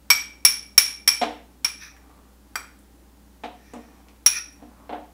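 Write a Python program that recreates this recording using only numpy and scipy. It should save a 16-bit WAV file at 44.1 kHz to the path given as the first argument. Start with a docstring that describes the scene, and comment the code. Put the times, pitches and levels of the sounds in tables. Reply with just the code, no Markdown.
"""A metal spoon knocks thick sauce out of a small hand-held ceramic bowl, over a stoneware cooking pot.
Hard clinks come first, short because the hand damps the bowl: decaying modes, filtered cracks and echoes.
A dull double knock of the pot falls among them; then random stick-slip pulses make scrapes and smears, and single
filtered pulses make small ticks, with sparser clinks and more pot knocks; a last smear runs to the end.
Mains hum and filtered room noise lie underneath throughout; the hardest clinks overload the microphone."""
import sys
import numpy as np
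from scipy import signal
from scipy.fft import next_fast_len
from scipy.io import wavfile

SR = 44100
rng = np.random.default_rng(int(sys.argv[2]) if len(sys.argv) > 2 else 0)


def to_wav(sig):
    """Store sig (one row per channel, or 1-D mono) as 16-bit WAV at the path in sys.argv[1].

    Samples outside -1..1 are clipped; the rate is SR.
    """
    pcm = np.clip(np.atleast_2d(sig), -1, 1) * 32767
    pcm = np.round(pcm).astype(np.int16)
    wavfile.write(sys.argv[1], SR, pcm.T)  # frames by channels


N = 226233


def amp(db):
    """Decibels to gain."""
    return 10 ** (np.asarray(db) / 20)


def unit(x):
    """Scales a sound to rms 1."""
    return x / np.sqrt(np.mean(x ** 2) + 1e-20)


def read(points, hz):
    """Reads a (frequency, value) table along a log-frequency axis."""
    f, value = np.transpose(points)
    return np.interp(np.log(hz + 1), np.log(f + 1), value)


def add(mix, s, sound):
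    """Mixes a sound in at time s, cut where the mix ends."""
    part = mix[round(s * SR):][:len(sound)]
    part += sound[:len(part)]


def colour(x, points, tilt_db=0):
    """Minimum-phase filter with the given spectrum, tilted about 2 kHz by some dB an octave."""
    size = next_fast_len(len(x) + SR // 10)
    hz = abs(np.fft.fftfreq(size, 1 / SR))
    octaves = np.log2(np.maximum(hz, 200) / 2000)  # the tilt stops below 200 Hz
    log_gain = np.log(amp(read(points, hz) + tilt_db * octaves))
    response = np.exp(np.conj(signal.hilbert(log_gain)))  # causal: nothing sounds before the contact
    return np.fft.ifft(np.fft.fft(x, size) * response).real[:len(x)]


def fade(t, t60):
    """Exponential decay, 60 dB down after t60 seconds."""
    return np.exp(-np.log(1000) * t / t60)


def ring(modes, tilt_db=0, pivot_hz=1000):
    """Struck modes as decaying sines of alternating sign; the tilt in dB an octave weights the high ones."""
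    t = np.arange(SR // 3) / SR
    total = 0
    for k, (hz, db, t60) in enumerate(modes):
        level = amp(db + tilt_db * np.log2(hz / pivot_hz))
        total = total + level * fade(t, t60) * np.sin(2 * np.pi * hz * t) * (-1) ** k
    return total


def pulse(points, tilt_db=0):
    """One contact: a push of energy 1 with the given spectral shape."""
    push = colour(signal.unit_impulse(SR // 20), points, tilt_db)
    return push / np.linalg.norm(push)


def stroke(start, press, end, swell, per_s, spread_db):
    """Pressure builds and lets go over one stroke: its gain, and its random stick-slip pulses."""
    t = np.arange(start, end, 1 / SR)
    size = amp(spread_db * np.minimum(rng.exponential(1, len(t)), 4)) * rng.choice([-1, 1], len(t))
    pulses = size * (rng.random(len(t)) < per_s / SR)
    pressure = np.interp(t, [start, press, end], [0, 1, 0]) ** swell
    return pressure, pulses


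def kitchen(x, early_db, tail_db, direct_db=0, early_t60=.07, gap_s=0.0039):
    """Direct sound, quick echoes from bowl, pot and table, and the room's tail; paths are new for each sound."""
    # room decay: (frequency [Hz], t60 [s])
    room_decay = [(200, 0.46), (700, 0.39), (2300, 0.44), (5600, .37), (10000, 0.34), (15000, 0.2563)]
    t = np.arange(2 * SR // 3) / SR
    # sparse echoes of random sign, about 8000 a second
    near, far = rng.choice([-1., 1.], (2, len(t))) * (rng.random((2, len(t))) < 8000 / SR)
    near = near * (t > .0004) * fade(t, early_t60)
    # the tail is silent for one gap and rises over a second one
    hz, frame_s, z = signal.stft(far * np.clip(t / gap_s - 1, 0, 1), SR, nperseg=256)
    decay = fade(frame_s, read(room_decay, hz)[:, None])
    tail = signal.istft(z * decay, SR, nperseg=256)[1][:len(t)]
    paths = amp(early_db) * near / np.linalg.norm(near) + amp(tail_db) * tail / np.linalg.norm(tail)
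    paths[0] += amp(direct_db)
    return signal.fftconvolve(x, paths)


def clinks():
    """Each blow rings bowl and spoon, then may rebound; its crack starts in the bowl and comes mostly by echoes."""
    # spoon on bowl: (time [s], force [dB], nearness to the rim [dB], spoon's own ring [dB],
    # crack tilt [dB/octave], main ring pitch [factor], ring length [factor],
    # rebound delay [s], rebound gain [factor])
    blows = [(0.1024, 10, -16.5, -23, -1, 1, 2, .008, 1.1),
             (0.4502, 9.5, 3, -23.5, 0.05, 0.99, 1.01, .0116, 0.35),
             (0.7787, 13, -4.5, -33.5, 1.5, 0.99, 0.89, 0, 0.11),
             (1.0765, 6.5, 1, -20, -1.7, .988, 1.01, .0105, 0.85),
             (1.6457, 0.5, 4, -24, -1.6, .995, 1.43, 0, 0),
             (2.5563, -6.5, -9.5, -16, 5.5, 1.01, 1.4, 0, 0.072),
             (4.262, 8.5, 4.5, -51, 1, 1.012, 0.68, .106, 0.083)]
    # spectral shape of the crack: (frequency [Hz], relative level [dB])
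    crack_shape = [(100, -24), (400, -15.5), (600, -17), (850, -3), (1400, 2), (2500, 3), (3500, 3.5),
                   (4300, 2), (6000, 1), (7000, -2), (10000, -1), (15000, -7.5)]
    # the spoon falls back softly and stays in touch: less treble, set ring length
    rebound_dull_db, rebound_length = -11, 0.95
    out = np.zeros(N)
    for s, force_db, rim_db, spoon_db, crack_tilt, pitch, length, rebound_s, rebound_gain in blows:
        blow = s, force_db, rim_db, spoon_db, pitch
        add(out, s, chime(*blow, length))
        crack = amp(force_db) * pulse(crack_shape, crack_tilt)
        add(out, s, kitchen(crack, early_db=0, tail_db=-5.5, direct_db=-9.0, early_t60=0.084))
        add(out, s + rebound_s, rebound_gain * chime(*blow, rebound_length, rebound_dull_db))
    return out


def chime(s, force_db, rim_db, spoon_db, pitch, length, dull_db=0):
    """Bowl and spoon ring together; force and landing place set the weight of each mode family."""
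    # a harder blow is a shorter contact, so higher modes grow faster; rows are low, main and high ring:
    # (level at force 0 [dB], growth with force [dB/dB], growth with nearness to the rim [dB/dB])
    bowl_response = [(-23, 1.2467, 0), (-15.5, 1.5754, 0.5), (-26.5, 2, 1)]
    # spoon modes in two families: (frequency [Hz], relative level [dB], t60 [s])
    spoon_low = [(3203, -10, 0.023), (4705, 0, 0.014), (4784, -8, 0.0083), (7650, -8.5, 0.014),
                 (7905, -6, 0.036)]
    spoon_high = [(11700, -5, .03), (11830, 0, .04), (14780, -8, .03)]
    low_db, main_db, high_db = np.dot(bowl_response, [1, force_db, rim_db])
    # high spoon modes against the low ones: -14.5 dB at force 0, 1.6 dB more per dB of force
    spoon_high_db = -14.5 + 1.6 * force_db + dull_db
    spoon = ring(spoon_low) + amp(spoon_high_db) * ring(spoon_high)
    body = bowl(low_db, main_db, high_db + dull_db, low_pitch(s), pitch, length)
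    return kitchen(body + amp(force_db + spoon_db) * spoon, early_db=-5.5, tail_db=-7.0)


def low_pitch(s):
    """Pitch factor of the bowl's low modes at time s: they climb as the sauce leaves."""
    full_hz, emptying_hz_per_s, table_hz = 2283, 38, 2300  # table_hz: where the factor is 1
    return (full_hz + emptying_hz_per_s * s) / table_hz


def bowl(low_db, main_db, high_db, low_factor, main_pitch=1, length=1):
    """The bowl's ring: low modes follow the load of sauce, main ones shift with the grip, high ones stay."""
    # close pairs of modes, and broad ones that the touching spoon chokes, before pitch and length factors:
    # (frequency [Hz], relative level [dB], t60 [s])
    low_modes = [(2285.5, -3, 0.055), (2352, -3.5, .05), (2433, -5, 0.027)]
    main_modes = [(5197, -11, 0.013), (5472, -2, 0.024), (5594, 0, 0.04), (5692, -8.5, 0.036),
                  (5805, -8.5, 0.034), (6263, -15, 0.018)]
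    high_modes = [(9720, -5, .02), (9900, 0, .035), (10120, -4, .04), (13700, -12, .025), (14930, -7, .03)]
    low = ring(np.multiply(low_modes, [low_factor, 1, length]))
    main = ring(np.multiply(main_modes, [main_pitch, 1, length]))
    high = ring(np.multiply(high_modes, [1, 1, length]))
    return amp(low_db) * low + amp(main_db) * main + amp(high_db) * high


def clacks():
    """A short dry clack under two of the clinks, perhaps the spoon catching the pot's rim: a filtered pulse."""
    # clacks: (time [s], level [dB])
    hits = [(0.1035, -2), (2.556, -3.5)]
    # spectral shape of the clack: (frequency [Hz], relative level [dB])
    clack_shape = [(200, -22.5), (600, -13), (1000, -8), (1420, 1), (1750, -6), (2300, -6.5), (2800, -23.5),
                   (15000, -37.5)]
    out = np.zeros(N)
    for s, db in hits:
        clack = amp(db) * pulse(clack_shape)
        add(out, s, kitchen(clack, early_db=1, tail_db=-3.0, direct_db=0.0, early_t60=0.038))
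    return out


def knocks():
    """The heavy pot answers with low modes and a thud that echoes round its cavity."""
    # knocks on the pot: (time [s], force [dB], ring tilt [dB/octave], thud tilt [dB/octave])
    hits = [(1.2146, -2.5, -3, 5.5), (1.2270, -3, -2, 1), (3.4362, -11.5, -3, 2.5), (3.7353, -18.5, -8, -1),
            (3.759, -25, -11.5, -2), (4.6210, -28.5, -13.5, -1.5), (4.8936, -12.5, -1, -1.5),
            (4.9270, -11.5, 2, -2), (4.9620, -21.5, 2, -3)]
    # pot modes before the tilt: (frequency [Hz], relative level [dB], t60 [s])
    pot_modes = [(237, -11, 0.16), (300.3, -11.5, 0.23), (373, -22.5, 0.061), (466.5, -1, 0.048),
                 (574.5, -10, 0.16), (672, -1, 0.094), (733, 3, 0.12), (807, -3, 0.043), (873, -3, 0.088),
                 (996, -37, 0.023), (920, -2, 0.026)]
    # spectral shape of the thud before the tilt: (frequency [Hz], relative level [dB])
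    thud_shape = [(100, -38), (220, -0.5), (800, 11), (1500, 1.5), (2800, -2.5), (3900, -6), (4500, -15.5),
                  (9000, -32), (15000, -48)]
    pot_db = -23  # pot's ring against the thud
    out = np.zeros(N)
    for s, force_db, ring_tilt, thud_tilt in hits:
        pot = amp(force_db + pot_db) * ring(pot_modes, ring_tilt, pivot_hz=666.2)
        add(out, s, kitchen(pot, early_db=-0.5, tail_db=0))
        thud = amp(force_db) * pulse(thud_shape, thud_tilt)
        add(out, s, kitchen(thud, early_db=3.5, tail_db=0.5, direct_db=-10, early_t60=0.13))
    return out


def scrapes():
    """The spoon's edge slips over the glaze and rasps; the bowl rings on, shortened by the contact."""
    # spoon dragged over the glaze: (start [s], hardest press [s], end [s], level [dB],
    # bowl ring against the rasp [dB])
    drags = [(1.781, 1.825, 1.938, -44, -4.5), (3.45, 3.7, 4.18, -61.5, -20),
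             (4.286, 4.385, 4.39, -34, 2.5)]
    # spectral shape of the rasp: (frequency [Hz], relative level [dB])
    rasp_shape = [(500, -40), (1150, -3.5), (1400, 0.5), (1600, -3.5), (1820, 6), (2150, -6.5), (2450, 9),
                  (2900, -16.5), (3800, -4.5), (4500, -13), (5700, 1.5), (7500, -29), (10000, -17),
                  (15000, -21)]
    out = np.zeros(N)
    for start, press, end, db, ring_db in drags:
        pressure, slips = stroke(start, press, end, swell=1.43, per_s=1300, spread_db=0.5)
        body = bowl(low_db=-7.0, main_db=1.0, high_db=-20.0, low_factor=low_pitch(press),
                    main_pitch=1.012, length=0.68)
        rung = unit(signal.fftconvolve(slips, body)[:len(slips)])
        rasp = unit(colour(slips, rasp_shape))
        scrape = amp(db) * pressure * (rasp + amp(ring_db) * rung)
        add(out, start, kitchen(scrape, early_db=1.0, tail_db=-5.5, direct_db=-1.5))
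    return out


def sauce():
    """Thick sauce smears softly in random grains and lets go in small sticky ticks, each one filtered pulse."""
    # sauce smeared along the wall: (start [s], hardest press [s], end [s], level [dB])
    smears = [(1.881, 2.053, 2.37, -61.5), (3.719, 3.92, 4.19, -61), (4.522, 4.697, 5.23, -60)]
    # spectral shape of a smear: (frequency [Hz], relative level [dB])
    smear_shape = [(300, -7), (700, 0), (1100, 3), (1400, -8), (2500, -17), (6000, -30)]
    # small sticky ticks: (time [s], level [dB], centre frequency [Hz])
    ticks = [(1.966, -28, 1833), (2.7905, -35, 9000), (3.737, -27, 7320), (4.085, -30, 2387),
             (4.086, -35.5, 5000), (4.161, -39, 2480), (4.528, -34.5, 9450)]
    out = np.zeros(N)
    for start, press, end, db in smears:
        pressure, grains = stroke(start, press, end, swell=0.64, per_s=510, spread_db=4)
        smear = amp(db) * pressure * unit(colour(grains, smear_shape))
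        add(out, start, kitchen(smear, early_db=-4, tail_db=-1.5))
    side = 2 ** 1.2  # a tick's band is 24 dB down 1.2 octaves either side
    for s, db, hz in ticks:
        tick = amp(db) * pulse([(hz / side, -24), (hz, 0), (hz * side, -24)])
        add(out, s, kitchen(tick, early_db=-1.5, tail_db=-4, direct_db=-1.5, early_t60=0.12))
    return out


def background():
    """Steady room noise and low rumble from filtered noise, with electrical hum from sines."""
    # mains and appliance drone: (frequency [Hz], rms level [dB])
    hum_tones = [(60, -55), (205, -67), (275, -75)]
    # spectral shape of the room noise: (frequency [Hz], relative level per Hz [dB])
    air_shape = [(47, -43), (80, -10.5), (91, -11.5), (158, -11.5), (197, -2.5), (230, -10.5), (281, -2),
                 (350, -11.5), (635, -17.5), (725, -22), (791, -14), (1010, -21), (1790, -24), (2280, -28),
                 (15500, -31)]
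    # (frequency [Hz], relative level [dB])
    rumble_shape = [(15, -8.5), (45, -0.5), (90, -6.0), (200, -30.5), (800, -66.5)]
    t = np.arange(N) / SR
    hum = sum(np.sqrt(2) * amp(db) * np.sin(2 * np.pi * (hz * t + rng.random())) for hz, db in hum_tones)
    rumble = unit(colour(rng.standard_normal(N), rumble_shape))
    air = unit(colour(rng.standard_normal(N), air_shape))
    return hum + amp(-56) * air + amp(-70.0) * rumble


def scene():
    """All sources at one microphone."""
    return (clinks() + clacks() + knocks() + scrapes() + sauce() + background())[None]


def record(dry, ceiling=1.8):
    """The microphone rounds off the loudest peaks towards its ceiling; then the treble is cut off."""
    edge_hz = 15750
    held = dry / (1 + (dry / ceiling) ** 6) ** (1 / 6)
    lowpass = signal.firwin(401, edge_hz, window=("kaiser", 9), fs=SR)
    return signal.oaconvolve(held, lowpass[None], "same")


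dry = scene()
out = record(dry)
to_wav(out)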